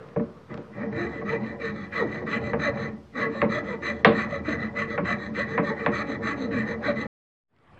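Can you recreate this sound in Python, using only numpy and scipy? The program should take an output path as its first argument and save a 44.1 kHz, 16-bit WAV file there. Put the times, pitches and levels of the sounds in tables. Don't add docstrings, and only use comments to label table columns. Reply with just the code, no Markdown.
import sys
import numpy as np
from scipy import signal
from scipy.io import wavfile
from scipy.ndimage import uniform_filter1d

SR = 44100
rng = np.random.default_rng(int(sys.argv[2]) if len(sys.argv) > 2 else 0)


def invert_db(level):
    return 10 ** (np.asarray(level, dtype=float) / 20)


def int16_out(signal):
    q = np.round(np.clip(np.atleast_2d(signal).T, -1, 1) * 32767)
    wavfile.write(sys.argv[1], SR, q.astype(np.int16))


N = 343891
T = np.arange(N) / SR

# start_s, length_s, bite_db, speed_db
CUTS = [(0.455, 0.1, -48, -88), (0.879, 0.24, -33.0, -53.5), (1.212, 0.19, -31.0, -51.5),
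        (1.56, 0.18, -30.0, -48.5), (1.881, 0.19, -28, -46.5), (2.224, 0.19, -28.5, -45.5),
        (2.552, 0.18, -26.5, -44.5), (3.11, 0.19, -27.0, -48), (3.453, 0.18, -29, -43.5),
        (3.783, 0.17, -27.5, -41), (4.075, 0.22, -28.0, -44.5), (4.408, 0.18, -29.5, -44),
        (4.716, 0.16, -28.5, -45), (5.006, 0.172, -26.5, -44.5), (5.304, 0.17, -29.0, -44.5),
        (5.588, 0.17, -31.0, -45), (5.88, 0.18, -27, -41.5), (6.183, 0.18, -27.5, -42.5),
        (6.468, 0.2, -30.5, -45.5), (6.786, 0.16, -27.5, -44)]
# start_s, length_s, bite_db, speed_db
RETURNS = [(0.669, 0.24, -41.5, -75.5), (0.967, 0.307, -42.0, -58), (1.331, 0.25, -40, -59.5),
           (1.658, 0.25, -41.0, -55.5), (1.967, 0.3, -37, -55.5), (2.349, 0.21, -38, -50),
           (2.673, 0.25, -35.0, -52), (3.222, 0.27, -38.0, -53.5), (3.579, 0.208, -35, -51),
           (3.809, 0.26, -50.0, -59.5), (4.231, 0.19, -36.5, -51.5), (4.514, 0.2, -34.5, -55.0),
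           (4.826, 0.17, -36, -51), (5.116, 0.205, -39, -50), (5.409, 0.2, -33.5, -51.5),
           (5.699, 0.22, -34, -55), (6.008, 0.18, -35.0, -47.5), (6.307, 0.2, -39, -48),
           (6.61, 0.16, -32.0, -50), (6.9, 0.19, -33.5, -49.0)]
# time_s, level_db
BOARD_LOOSENESS = [(.49, -47), (.5, -35), (.54, -33), (.6, -47), (.74, -44), (.77, -32), (1.0, -34.5),
                   (1.4, -33.5), (1.85, -38.5), (2.05, -34.5), (2.75, -32.5), (2.92, -36), (3.09, -56),
                   (3.16, -32), (4.0, -36.5), (4.3, -34), (5.2, -36.5), (6.3, -32.5)]
# pitch_hz, width_hz, level_db
BENCH_MODES = [(65, 13, -16), (77.3, 6, 12), (103, 160, 4)]
# pitch_hz, width_hz, level_db
BOARD_MODES = [(145.4, 44, 0), (159.6, 30, -0.5), (200, 26, 1), (230, 18, 2), (288, 20.7, -0.5),
               (359.6, 29, -3), (369, 6.1, -2), (451.3, 21, -1.5), (587.6, 49, -3.5), (619, 50, -9.5),
               (720, 130, -13), (837, 22, -13.5), (922, 56, -16.5)]
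# pitch_hz, width_hz, level_db
FRAME_MODES = [(1120.4, 60, -9), (1250, 140, -8.5), (1434, 130, -14.5), (1681, 44, -10), (1788.6, 34, -4),
               (1891, 101, -4), (1985.4, 36, 0), (2167, 250, -18), (2341, 91, -13), (2817, 540, -35),
               (3000, 120, -36)]
# pitch_hz, width_hz, level_db
BLADE_MODES = [(3365, 320, 2.5), (3964, 270, 10.5), (4354, 300, -1.5), (4620, 67, -27.5),
               (4970, 160, -21.5), (6232, 270, -2), (7250, 230, -21), (7496, 220, -11), (8750, 900, -32.5)]
# start_s, length_s, first_rate_hz, last_rate_hz, level_db
CHATTER = [(0.966, 0.11, 339, 344, -30.5), (1.293, 0.073, 458, 462, -27), (1.976, 0.115, 698.4, 230, -28.5),
           (2.651, 0.052, 658.5, 511, -25), (3.222, 0.064, 463, 460, -33.5), (3.346, 0.053, 543, 568, -30),
           (3.549, 0.057, 579, 602, -32.5), (3.672, 0.099, 556, 439, -33),
           (4.314, 0.073, 558, 574.5, -30.5), (4.472, 0.049, 303.2, 287.8, -24.5),
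           (4.789, 0.033, 569, 588.6, -32.5), (5.019, 0.039, 180.6, 188, -27.5),
           (5.078, 0.058, 720, 720, -34), (5.369, 0.048, 454, 601, -28.5),
           (5.693, 0.047, 445.8, 453.3, -24.5), (6.062, 0.097, 286.2, 290.5, -31),
           (6.36, 0.12, 289.5, 240.3, -32), (6.499, 0.13, 307.7, 200, -29.5), (6.874, 0.045, 607, 540, -23)]
# start_s, crack_db, rattle_db, thud_db
KNOCKS = [(0.088, -58, -54, -52), (.161, -54, -32.5, -15), (.196, -51, -35, -24.5), (0.541, -43, -46, -34),
          (.575, -40, -44, -27.5), (1.213, -53, -38, -23), (2.216, -50, -40, -29), (2.533, -30, -21.5, -18),
          (3.417, -12.5, -18, -14.5), (4.0472, 4, -4.5, -10), (4.9773, -26, -18.5, -21),
          (5.5767, -22, -15, -16), (5.862, -12.5, -14.5, -15.5)]
# time_s, level_db
HANDS_LEVEL = [
    (0.0, -40.5),
    (.094, -43.5),
    (.11, -44),
    (.27, -46),
    (.345, -48),
    (.485, -51.5),
    (.51, -37.5),
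    (.66, -46),
    (.735, -58),
]
# pitch_hz, density_db per Hz
HANDS_COLOUR = [(35, -43.5), (150, 0.5), (406, -12), (450, 0.5), (711, -18.5), (1170, -11), (8610, -59.5),
                (18900, -120)]
# pitch_hz, t60_s
ROOM_DECAY = [(120, 0.23), (320, 0.34), (840, 0.54), (2200, 0.26), (5000, 0.11)]
# pitch_hz, density_db per Hz
AIR_COLOUR = [(40, -18.5), (147, 6), (433, -18.5), (831, -15.5), (1830, -21.5), (5250, -30), (6880, -37.5),
              (14400, -49.5)]
# pitch_hz, density_db per Hz
QUIET_COLOUR = [(30, -9.5), (103, 3), (514, -5), (1940, -12.5), (4990, -33.5), (6180, -41), (8610, -40),
                (14400, -59)]
# start_s, peak_db
TICKS = [
    (.0875, -46),
    (.542, -33),
    (.576, -34),
    (.925, -50),
    (7.564, -60),
    (7.5867, -60),
    (7.6386, -62),
    (7.7444, -54),
    (7.7894, -57),
]

CUT_LEAN, RETURN_LEAN = 1.15, 1.31
BITE_ARCH, SPEED_ARCH = 1.8, 2.67
CATCH_S, CATCH_RISE_S, JOLT_S = .04, .012, .015
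BOARD_FOLLOWS, BOARD_LAG_S = 0.22, 0.01
BENCH_IDLE_DB, BENCH_FOLLOWS = -54, 0.99
SHOVE_DB, SHOVE_S = -17, .05
BUMP_DB, BUMP_S = -30, 0.02
RING_LONGEST, RING_GROWS = 1.46, .2
AIR_DB, MIC_LOW_HZ = -54, 46
STOP_S, STOP_FADE_S = 7.0688, .001
FADE_FROM_S, FADE_S, FADE_TOP_DB, FADE_BEND = 7.48, .32, -53, 1.15
OFFSET = -.0007


def saw():
    cut_bite, cut_speed = strokes(CUTS, CUT_LEAN, slack_db=-6, jolt_db=-14)
    back_bite, back_speed = strokes(RETURNS, RETURN_LEAN, slack_db=0, jolt_db=-80)
    rasp, whizz = cut_bite + back_bite, cut_speed + back_speed
    drive = teeth(10 * np.log10(rasp + 1e-8), uneven=.15, scrape=0.65, lumpy_db=1.0)
    loose_db = np.interp(T, *np.transpose(BOARD_LOOSENESS), left=-120)

    frame = ringing(drive * np.sqrt(rasp) * invert_db(0.5), FRAME_MODES, patchy_db=3.5, per_s=13)
    blade = ringing(drive * np.sqrt(whizz) * invert_db(-2.0), BLADE_MODES, patchy_db=4.0, per_s=6.8, order=2)
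    fibres = band(drive * np.sqrt(rasp), 600, 2552)
    felt_db = 10 * np.log10(smoothed(rasp, BOARD_LAG_S) + 1e-6) + 35
    board_db = loose_db + BOARD_FOLLOWS * felt_db
    board = ringing(drive * invert_db(board_db + 2.0), BOARD_MODES, patchy_db=4.5, per_s=17)
    bench = bench_rumble(loose_db, cut_bite)
    return band(frame, 800, 3200) + fibres + blade + band(board, 51, 1100) + bench


def strokes(rows, lean, slack_db, jolt_db):
    bite, speed = np.zeros((2, N))
    for s, length, bite_db, speed_db in rows:
        t = np.arange(0, length, 1 / SR)
        arch = np.sin(np.pi * (t / length) ** lean)
        caught = np.clip((t - CATCH_S) / CATCH_RISE_S + .5, 0, 1)
        grip = invert_db(slack_db * (1 - caught))
        jolt = caught * invert_db(jolt_db) * np.exp(-abs(t - CATCH_S) / JOLT_S)
        add(bite, s, (invert_db(bite_db) * (grip * arch ** BITE_ARCH + jolt)) ** 2)
        add(speed, s, (invert_db(speed_db) * grip * arch ** SPEED_ARCH) ** 2)
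    return bite, speed


def teeth(rasp_db, uneven, scrape, lumpy_db):
    even_rate = 520 * invert_db(.25 * (rasp_db + 34))
    bites_per_s = np.clip(even_rate * (1 + uneven * wander(60)), 50, 900)
    count = np.floor(np.cumsum(bites_per_s) / SR)
    bites = (np.diff(count, prepend=0) > 0) * invert_db(5.5 * rng.standard_normal(N))
    drive = (1 - scrape) * evened(bites) + scrape * rng.standard_normal(N)
    return evened(drive * invert_db(lumpy_db * wander(41)))


def ringing(x, modes, patchy_db, per_s, order=1):
    drift = rng.standard_normal((N // 441 + 2, len(modes)))
    drift = uniform_filter1d(drift, max(round(SR / 441 / per_s), 1), 0)
    out, power = np.zeros(N), 0
    for k, (hz, width, db) in enumerate(modes):
        r = np.exp(-np.pi * width / SR)
        pole = [1 - r, 0, r - 1, 1, -2 * r * np.cos(2 * np.pi * hz / SR), r * r]
        strength = np.interp(T * SR / 441, np.arange(len(drift)), np.tanh(evened(drift[:, k])))
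        mode = signal.sosfilt([pole] * order, x * invert_db(patchy_db * strength))
        out += (-1) ** k * invert_db(db) * mode
        power += invert_db(2 * db) * width * np.pi / SR / order
    return out / np.sqrt(power)


def bench_rumble(loose_db, cut_bite):
    t, bumps = T[:SR // 2], np.zeros(N)
    for s, _, _, thud_db in KNOCKS:
        add(bumps, s, invert_db(2 * (thud_db + BUMP_DB)) * t / BUMP_S * np.exp(1 - t / BUMP_S))
    idle = invert_db(2 * (BENCH_IDLE_DB + BENCH_FOLLOWS * (np.maximum(loose_db, -70) + 42.5)))
    shoves = invert_db(2 * SHOVE_DB) * smoothed(cut_bite, SHOVE_S)
    rumble = rng.standard_normal(N) * np.sqrt(idle + shoves + bumps)
    return band(ringing(rumble, BENCH_MODES, patchy_db=-9.5, per_s=7.8, order=2), 55, 150)


def chatter():
    out, waver = np.zeros(N), wander(65)
    for s, length, first_hz, last_hz, db in CHATTER:
        count = round(length * SR)
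        shake = waver[round(s * SR):][:count]
        pitch_hz = np.geomspace(first_hz, last_hz, count) * (1 + 0.031 * shake)
        turn = 2 * np.pi * np.cumsum(pitch_hz) / SR
        tone = np.sin(turn) + 0.28 * np.sin(2 * turn)
        shake_db = 2.3 + 3.5 * abs(np.log(last_hz / first_hz))
        level = invert_db(db + 0.7 + shake_db * shake)
        add(out, s, level * tone * signal.windows.tukey(count, .6))
    return out


def knocks():
    out, t = np.zeros(N), T[:SR // 2]
    rattles = rng.standard_normal((len(KNOCKS), 4, len(t)))
    wood_body, thud_body = body(BOARD_MODES[7:] + FRAME_MODES[:1]), body(BOARD_MODES[1:10])
    for (s, crack_db, rattle_db, thud_db), (a, b, c, d) in zip(KNOCKS, rattles):
        u = t / (RING_LONGEST * invert_db(RING_GROWS * rattle_db))
        snap = (1 + 0.43 * a) * np.sign(np.cos(2 * np.pi * 1900 * t)) * np.exp(-t / 0.0013)
        crack = band(snap, 900, 2800) + .45 * band(a * np.exp(-t / .002), 2300, 4200)
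        low_rattle = band(band(d * np.exp(-u / 0.018), 800, 2300), 800, 2300)
        high_rattle = band(d * np.exp(-u / 0.022), 2300, 3900)
        rattle = low_rattle + 0.73 * invert_db(2.0 * rattle_db) * high_rattle
        wood = signal.oaconvolve(b * np.exp(-u / 0.017), wood_body)[:len(t)]
        swell = np.exp(-u / 0.044) * (1 - np.exp(-u / 0.004))
        thud = signal.oaconvolve(c * swell, thud_body)[:len(t)]
        wood_db = (rattle_db + thud_db) / 2 + 2
        parts = [(crack, crack_db), (rattle, rattle_db), (wood, wood_db), (thud, thud_db)]
        add(out, s, sum(invert_db(db) * x / abs(x).max() for x, db in parts))
    cushioned = .8 * np.tanh(out / .8)
    return signal.sosfilt(signal.butter(8, 4700, fs=SR, output="sos"), cushioned)


def body(modes):
    t = T[:SR // 4]
    ring = np.zeros(len(t))
    for k, (hz, width, db) in enumerate(modes):
        ring += (-1) ** k * invert_db(db) * width * np.exp(-np.pi * width * t) * np.sin(2 * np.pi * hz * t)
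    return ring / np.linalg.norm(ring)


def hands():
    level_db = np.interp(T, *np.transpose(HANDS_LEVEL), right=-120) - 3
    return invert_db(level_db) * hiss(HANDS_COLOUR, patchy_db=1.5)


def room(x):
    taps = np.zeros(SR)
    at = np.arange(100, SR - 20, 20)
    taps[at + rng.integers(0, 20, len(at))] = rng.choice([-1., 1.], len(at))
    hz, t, z = signal.stft(taps, SR, nperseg=256)
    t60 = np.clip(read(ROOM_DECAY, hz), .03, 2)[:, None]
    tail = signal.istft(z * invert_db(-60 * t / t60), SR, nperseg=256)[1]
    return signal.fftconvolve(x, tail / np.linalg.norm(tail))[:N]


def later():
    fade = np.clip((T - FADE_FROM_S) / FADE_S, 0, 1) ** FADE_BEND
    out = invert_db(FADE_TOP_DB) * fade * hiss(QUIET_COLOUR, patchy_db=2.0)
    for (s, db), snap in zip(TICKS, rng.standard_normal((len(TICKS), 400))):
        tick = band(smoothed(snap * np.exp(-T[:400] / .0014), 1e-4), 900, 4400)
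        add(out, s, invert_db(db) * tick / abs(tick).max())
    return out


def hiss(spectrum, patchy_db):
    frames, hz = N // 256 + 5, np.fft.rfftfreq(1024, 1 / SR)
    a, b, patches = rng.standard_normal((frames, 513, 3)).T
    patches = evened(uniform_filter1d(uniform_filter1d(patches, 10, 0), 10, 1))
    level = invert_db(read(spectrum, hz)[:, None] + patchy_db * patches)
    return evened(signal.istft((a + 1j * b) * level, nperseg=1024, noverlap=768)[1][:N])


def wander(below_hz):
    return evened(signal.sosfilt(signal.butter(2, below_hz, fs=SR, output="sos"), rng.standard_normal(N)))


def band(x, lo_hz, hi_hz):
    return signal.sosfilt(signal.butter(3, [lo_hz, hi_hz], "bandpass", fs=SR, output="sos"), x)


def smoothed(x, s):
    r = np.exp(-1 / (abs(s) * SR + 1))
    return signal.lfilter([1 - r], [1, -r], x)


def evened(x):
    return x / np.sqrt(np.mean(x ** 2) + 1e-20)


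def read(points, hz):
    f, value = np.transpose(points)
    return np.interp(np.log(hz + 1), np.log(f + 1), value)


def add(mix, s, sound):
    part = mix[round(s * SR):][:len(sound)]
    part += sound[:len(part)]


def until_stop():
    return np.clip((STOP_S - T) / STOP_FADE_S, 0, 1)


def scene():
    sawing, blows = saw() + chatter(), knocks()
    echoes = room(invert_db(-12.5) * sawing + invert_db(-16.0) * blows)
    air = invert_db(AIR_DB) * hiss(AIR_COLOUR, patchy_db=1.0)
    work = sawing + blows + echoes + hands() + air
    work = signal.sosfilt(signal.butter(3, MIC_LOW_HZ, "highpass", fs=SR, output="sos"), work)
    return (work * until_stop() + later())[None]


def top_cut(x):
    return signal.sosfilt(signal.butter(12, 14470, fs=SR, output="sos"), x)


def record(dry):
    hz, _, z = signal.stft(dry[0], SR, nperseg=2048)
    local = uniform_filter1d(abs(z) ** 2, size=12, axis=0)
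    buried = (local < invert_db(2 * -69) * local.sum(0)) & (hz[:, None] > 6400)
    kept = signal.istft(np.where(buried, invert_db(-25) * z, z), SR, nperseg=2048)[1][None, :N]
    opened = until_stop() + np.clip((T - 7.43) / .37, 0, 1)
    return top_cut(kept * (opened > 0) + OFFSET * opened)


dry = scene()
out = record(dry)
int16_out(out)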